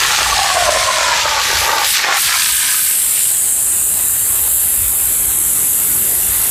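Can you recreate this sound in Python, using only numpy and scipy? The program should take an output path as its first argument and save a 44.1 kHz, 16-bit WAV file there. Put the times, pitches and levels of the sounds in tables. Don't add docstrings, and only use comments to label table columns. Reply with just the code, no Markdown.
import sys
import numpy as np
from scipy import signal
from scipy.io import wavfile
from scipy.ndimage import uniform_filter1d

SR = 44100
rng = np.random.default_rng(int(sys.argv[2]) if len(sys.argv) > 2 else 0)


def generate_wav(sig):
    pcm = np.round(np.clip(np.atleast_2d(sig).T, -1, 1) * 32767).astype(np.int16)
    wavfile.write(sys.argv[1], SR, pcm)


def to_linear_factor(level_db):
    exponent = np.asarray(level_db, float) / 20
    return 10 ** exponent


N = 287022
SIZE, HOP = 1024, 256
HZ = np.fft.rfftfreq(SIZE, 1 / SR)[:, None]
T = np.arange(N // HOP + 2) * HOP / SR

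# time in seconds, bite in dB.
BITE = [(0, -5), (.22, -3.5), (1.1, 3.5), (1.8, 3), (2.12, 4.5), (2.36, -8.5), (2.55, -20), (2.7, -18.5),
        (2.9, -25.5), (3.08, -43), (3.2, -36.5), (3.36, -48), (3.62, -60), (3.9, -95)]
# level at full bite in dB, bite lost before it fades in dB, share of further loss.
IMPACT_LAYERS = [
    (-20.5, -0.5, 0.92),
    (-24, 10.5, 0.52),
    (-21.5, 16, 0.47),
]
# time in seconds, half length in seconds, bite lost in dB, hiss freed in dB.
SLIPS = [
    (1.24, 0.072, 9.5, -1),
    (1.467, 0.059, 12.5, 3.5),
    (1.592, 0.052, 7, 5),
    (1.766, 0.043, -5, -6),
    (1.916, 0.059, 23, 7),
    (2.017, 0.046, 12.5, -5),
    (2.082, 0.069, 3.5, -12),
    (2.221, 0.056, 16.5, 4.5),
    (2.32, .03, 0.5, -2),
    (2.67, 0.093, -1, -5.5),
]
# time in seconds, half length in seconds, splash in dB.
SPLASHES = [
    (.1, 0.12, 2.5),
    (1.17, 0.078, 2.5),
    (1.965, 0.025, 6.5),
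    (2.04, 0.013, 5.5),
    (2.11, 0.045, 5),
    (2.3, .04, 1.5),
    (2.41, .04, 2.5),
    (2.65, 0.089, 4),
]
# time in seconds, half length in seconds, spatter in dB.
LAST_GRAZE = [
    (3.22, 0.15, 5.5),
]
# start in seconds, peak in dB.
GULPS = [(0.102, -9), (0.171, -11), (0.208, -1), (0.253, 0), (0.317, 7), (0.399, -18), (0.436, -6),
         (0.493, -4), (0.562, 1), (0.614, -10), (0.678, -4), (0.752, -7.5), (0.884, -7), (0.968, -15),
         (1.032, -21), (1.172, -5), (1.247, 8.5), (1.344, -20), (1.415, -14), (1.611, -13), (1.674, -10),
         (1.724, -8), (2.085, -14), (2.16, -16)]
# time in seconds, delay in ms, strength 0-1.
LIP = [
    (2.3, 1.45, 0),
    (2.45, 1.52, .55),
    (2.82, 1.54, .6),
    (3.0, 1.58, .15),
]
# frequency in Hz, level in dB per Hz.
CHURN_COLOUR = [(900, -15), (1300, -2.5), (1700, 1.5), (2400, -2), (3200, -15), (4500, -10)]
# frequency in Hz, level in dB per Hz.
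SPATTER_COLOUR = [(1700, -8), (2800, -0.5), (4200, -1), (6200, -3), (7600, -5), (9000, -21), (12000, -15.5),
                  (15500, -30)]


def impact():
    bite_db = columns(BITE)[0] - bumps((s, half, lost) for s, half, lost, _ in SLIPS)
    roar_db, churn_db, spatter_db = (
        db + share * np.minimum(bite_db + spare, 3) for db, spare, share in IMPACT_LAYERS)
    freed_db = bumps((s, half, freed) for s, half, _, freed in SLIPS)
    splash_db = bumps(SPLASHES)
    churn_db = churn_db + splash_db
    spatter_db = spatter_db + 1.5 + splash_db + 0.49 * freed_db + bumps(LAST_GRAZE)

    wall = [(s, 1.6 * 1000 / first_hz, .28) for s, first_hz, *_ in DEPTH]
    walls = echo(wall, -1.1) * echo(LIP, -1.2)
    lip_ring_db = 10 * columns(LIP)[1] * np.exp(-((HZ - 1660) / 170) ** 2)
    walls = walls * to_linear_factor(lip_ring_db)

    boil = flutter(9.6, 45)
    gulp_s = .011
    gulp_rows = ((s + gulp_s, gulp_s, .55 * (peak_db + 18)) for s, peak_db in GULPS)
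    gulp_db = bumps(gulp_rows, np.arange(N) / SR)
    roar = noise(*tilted(crater(110), 1250, 40, roar_db, -1), 1.6) * to_linear_factor(1.4 * boil + gulp_db)
    churn = noise(colour(CHURN_COLOUR) * walls, churn_db, 1.34) * to_linear_factor(0.91 * boil)
    spatter = noise(colour(SPATTER_COLOUR), spatter_db, 1.3) * to_linear_factor(0.29 * boil)
    return (roar + churn) * sputter(60, 0.97, 2.5) + spatter * sputter(170, 4.1, 0.6)


# time in seconds, lowest air mode in Hz, mode step in Hz, most excited pitch in Hz.
DEPTH = [
    (0, 824, 247, 1300),
    (.28, 850, 307, 790),
    (.5, 752, 367, 900),
    (.72, 633, 425, 684),
    (.95, 630, 414, 1000),
    (1.15, 590, 370, 970),
    (1.38, 563, 295, 980),
    (1.7, 573, 310, 895),
    (2.1, 527, 297, 1000),
    (2.5, 448, 268, 1490),
]
# frequency in Hz, level in dB per Hz.
CRATER_WASH = [(280, -40), (420, -22), (600, -12), (1000, -10), (1500, -12), (2100, -35)]
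# time in seconds, half length in seconds, boost in dB.
OPENINGS = [
    (0, 0.31, 22),
    (1.5, 0.062, 26),
    (1.75, 0.32, 18.5),
    (2.09, 0.11, 20),
]


def crater(width_hz):
    first_hz, step_hz, excited_hz = columns(DEPTH)
    power = 0
    for hz in first_hz + np.arange(4)[:, None] * step_hz:
        peak_db = 7.5 - 17.5 * np.log2(hz / excited_hz) ** 2
        power = power + to_linear_factor(peak_db) ** 2 / (1 + (2 * (HZ - hz) / width_hz) ** 2) ** 2
    opened_db = bumps(OPENINGS) / (1 + (HZ / 477) ** 4)
    return np.sqrt(power + (colour(CRATER_WASH) * to_linear_factor(opened_db)) ** 2)


# time in seconds, hiss in dB, top octave against it in dB.
NOZZLE = [(0, -25, -5), (.4, -24.5, -9.5), (.8, -23.5, -7.5), (1.1, -28, -14), (1.36, -35.5, 1),
          (1.75, -29.5, 2), (2.08, -23, -5), (2.2, -23, -4), (2.5, -17, -5), (2.7, -10.5, -6.5),
          (2.8, -17, -2), (3.3, -14.5, -7.5), (3.57, -14, -8.5), (3.9, -16.5, -3.5), (4.5, -17.5, 0),
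          (4.8, -19, 2), (5.5, -18, 3), (6.51, -20, 3)]
# frequency in Hz, level in dB per Hz.
HISS_COLOUR = [(4000, -35), (6000, -9.5), (7400, -0.5), (8300, 2), (9400, -2), (10800, 2.5), (11600, 0),
               (12400, 1.5), (13600, 3), (14600, -3), (15600, -7), (16500, -40)]


def nozzle():
    heap_s, hand_s, turn_s = 1.0, 5.47, 5.2
    low_hz = 7480 - 1300 * (columns(ROAD)[0] - .75) - bumps([(4.0, 0.49, 250), (2.9, 0.26, -200)])
    shade = 1 / np.sqrt(1 + (low_hz / (HZ + 1)) ** 18.0)
    valley_db = bumps([(4.0, .9, -1), (5.55, .2, 3.3)])
    valley = to_linear_factor(-valley_db * np.exp(-((HZ - 9500) / 600) ** 2))
    shoulder_hz = 13630 - bumps([(heap_s, .6, 2200), (hand_s, .2, 500), (turn_s + 0.22, .5, 800)])
    drop_db = 6.5 + bumps([(heap_s, .6, 5), (turn_s, .7, 3), (6.2, .12, 4), (3.0, .12, 4)])
    shoulder = to_linear_factor(-drop_db / (1 + np.exp((shoulder_hz - HZ) / 420)))

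    hiss_db, top_db = columns(NOZZLE)
    hiss_db = hiss_db + bumps((s, half, freed) for s, half, _, freed in SLIPS)
    body = colour(HISS_COLOUR) * shade * valley * shoulder * road()
    hiss = noise(*tilted(body, 10080, 490, hiss_db, top_db - .6), 0.77)
    return hiss * to_linear_factor(0.37 * flutter(4, 60)) * sputter(170, .6, 0.69)


# time in seconds, delay in ms, strength 0-1.
ROAD = [(1.9, .83, .15), (2.16, .75, .17), (2.7, .738, .16), (3.0, .714, .19), (3.4, .8, .26),
        (3.75, .924, .3), (3.96, .911, .28), (4.25, .874, .2), (4.68, .885, .18), (4.86, .935, .17),
        (5.16, 1.086, .17), (5.64, 1.234, .15), (5.9, 1.226, .17), (6.15, 1.232, .14), (6.5, 1.268, .19)]
# frequency in Hz, factor on the echo.
LOBES = [(1200, 0), (2200, -1.4), (3400, -1.5), (4600, .3), (5600, 1.1), (6300, -1.8), (7000, -1.8),
         (8200, 0), (9400, 1.4), (10600, 1.9), (11800, 2.2), (13000, 1.1), (14500, .2)]


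def road():
    return echo(ROAD, .85 * np.interp(HZ, *np.transpose(LOBES)))


# time in seconds, level in dB.
MIST = [
    (2.2, -60),
    (2.6, -45),
    (3.1, -39.5),
    (3.7, -37.5),
    (4.4, -36),
    (5.6, -36.5),
    (6.15, -35),
    (6.51, -32),
]
# frequency in Hz, level in dB per Hz.
MIST_COLOUR = [(160, -22), (300, -4), (700, -1.5), (1200, -1.5), (2200, -0.5), (3500, -0.5), (5000, -4),
               (6600, -1), (8000, -44)]


def mist():
    mist_db = columns(MIST)[0]
    top_db = np.minimum(0.23 * (-40.5 - mist_db), 6)
    shape = tilted(colour(MIST_COLOUR) * road(), 1800, 200, mist_db, top_db)
    return noise(*shape, 1.5) * to_linear_factor(0.65 * flutter(2.4, 60)) * sputter(90, 0.49, 0.44)


# time in seconds, half length in seconds, depth in dB.
GAPS = [
    (3.7, 0.63, 1.5),
    (4.4, 1, 5),
    (5.0, 0.12, -1),
    (5.4, .2, 2),
]
# time in seconds, half length in seconds, frequency in Hz,
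# depth in dB.
HOLES = [
    (4.53, .04, 5900, 16),
    (5.0, .08, 5900, 7),
    (5.19, .03, 4900, 13),
    (5.31, .04, 4800, 15),
    (5.44, .025, 4950, 10),
    (6.32, .04, 5300, 9),
]
# time in seconds, frequency in Hz, depth in dB.
FINGERS = [
    (5.0, 15300, -3),
    (5.3, 14600, 6),
    (5.6, 13800, 7),
    (5.9, 14200, 3),
    (6.25, 13700, 5),
    (6.33, 13900, 4),
]


def gap():
    gap_hz = 5660 - bumps([(5.47, .25, 900)])
    gap_db = bumps(GAPS) * np.exp(-((HZ - gap_hz) / 490) ** 2)
    holes_db = sum(bumps([(s, half, db)]) * np.exp(-((HZ - hz) / 280) ** 2) for s, half, hz, db in HOLES)
    finger_hz, finger_db = columns(FINGERS)
    notch_db = finger_db * np.exp(-((HZ - finger_hz) / 500) ** 2)
    return to_linear_factor(-gap_db - holes_db - notch_db)


# time in seconds, half length in seconds, change in dB.
PASSES = [(.06, 0.14, 6), (.29, 0.11, 7), (.72, 0.14, 8), (1.58, 0.074, 8), (1.82, .06, -1),
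          (2.05, .12, -9), (2.26, 0.035, 8), (2.55, .05, 6), (2.9, 0.59, -8.5), (4.1, 0.47, 4),
          (4.6, 0.12, 2), (4.83, 0.07, 11.5), (5.07, 0.061, 4), (5.28, 0.089, 5), (5.48, .08, 2),
          (5.98, 0.051, 4), (6.3, 0.16, 6)]
# time in seconds, half length in seconds, rise in dB.
NEAR_TYRES = [
    (5.4, 0.32, 4.5),
    (6.05, 0.37, 9.5),
]
# frequency in Hz, level in dB per Hz.
RUMBLE_COLOUR = [(24, -45), (38, 1.5), (58, 4.5), (75, 6.5), (110, -12), (170, -9)]
# frequency in Hz, level in dB per Hz.
DRONE_COLOUR = [(90, -34), (140, 3.5), (220, -3), (290, -6.5), (370, -1.5), (520, -18)]


def traffic():
    swell_db = bumps(PASSES)
    rumble = noise(colour(RUMBLE_COLOUR), -39.5 + swell_db, 0.53)
    drone_db = -46 + 0.24 * swell_db + bumps(NEAR_TYRES)
    drone = noise(colour(DRONE_COLOUR), drone_db, 1.6)
    engine_hz = 59.4 * (1 + 0.097 * flutter(.5, 9.2))
    engine_db = -45.5 + bumps(PASSES, np.arange(N) / SR) + 2.7 * flutter(4.3, 17)
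    engine = np.sin(2 * np.pi * np.cumsum(engine_hz) / SR) * to_linear_factor(engine_db)
    return rumble + drone + engine


def noise(gain, db, patchy_db):
    a, b, patches = rng.standard_normal((len(T), len(HZ), 3)).T
    patches = uniform_filter1d(patches, size=10, axis=0)
    patches = evened(uniform_filter1d(patches, size=12, axis=1))
    gain = gain * to_linear_factor(db + patchy_db * patches) / np.sqrt((gain ** 2).sum(0))
    unit = np.sqrt(SIZE / HOP * 3 / 8)
    return unit * signal.istft((a + 1j * b) * gain, nperseg=SIZE, noverlap=SIZE - HOP)[1][:N]


def sputter(per_s, spread_db, ms):
    size_db = spread_db * np.minimum(rng.exponential(1, N), 4)
    clots = (rng.random(N) < per_s / SR) * to_linear_factor(size_db)
    t = np.arange(2000) / SR
    burst = np.exp(-t * 1000 / ms) * (1 - np.exp(-t * 3000))
    return evened(1 + signal.oaconvolve(clots, burst)[:N])


def flutter(lo_hz, hi_hz):
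    hz = np.geomspace(lo_hz, hi_hz, 40)[:, None]
    waves = np.sin(2 * np.pi * (hz * T + rng.random((40, 1)))) / np.sqrt(hz)
    return np.interp(np.arange(N) / SR, T, evened(waves.sum(0)))


def echo(rows, factor):
    ms, share = columns(rows)
    share = np.clip(factor * share, -.95, .95)
    comb = abs(1 + share * np.exp(-2j * np.pi * HZ * ms / 1000))
    return comb / np.sqrt(1 + share ** 2)


def tilted(body, turn_hz, slope_hz, low_db, top_db):
    upper = 1 / (1 + np.exp((turn_hz - HZ) / slope_hz))
    gain = body * to_linear_factor(upper * top_db) / np.sqrt((body ** 2 * (1 - upper)).sum(0))
    return gain, low_db + 10 * np.log10((gain ** 2).sum(0))


def colour(points):
    f, db = np.transpose(points)
    return to_linear_factor(np.interp(np.log(HZ + 1), np.log(f), db, -70, -70))


def bumps(rows, t=T):
    return sum(height * np.exp(-((t - s) / half) ** 2) for s, half, height in rows)


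def columns(rows, t=T):
    s, *values = np.transpose(rows)
    return [np.interp(t, s, v) for v in values]


def evened(x):
    return x / np.sqrt(np.mean(x ** 2) + 1e-20)


def scene():
    z = signal.stft(impact() + nozzle() + mist(), nperseg=SIZE, noverlap=SIZE - HOP)[2]
    spray = signal.istft(z * gap()[:, :z.shape[1]], nperseg=SIZE, noverlap=SIZE - HOP)[1][:N]
    return (spray + traffic())[None]


def top_cut(x):
    return signal.sosfilt(signal.butter(12, 15520, fs=SR, output="sos"), x)


def record(dry):
    power_db = 10 * np.log10(abs(uniform_filter1d(dry ** 2, size=900)) + 1e-12)
    surge_db = power_db - uniform_filter1d(power_db, size=9000)
    level = dry / to_linear_factor(0.55 * surge_db)
    rounded = level / (1 + (level / .8) ** 16) ** (1 / 16)
    thin = signal.sosfilt(signal.butter(4, 42, "high", fs=SR, output="sos"), rounded)
    lowpass = signal.firwin(511, 15640, window=("kaiser", 9), fs=SR)
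    limited = signal.oaconvolve(thin, lowpass[None], "same")
    return top_cut(limited)


dry = scene()
out = record(dry)
generate_wav(out)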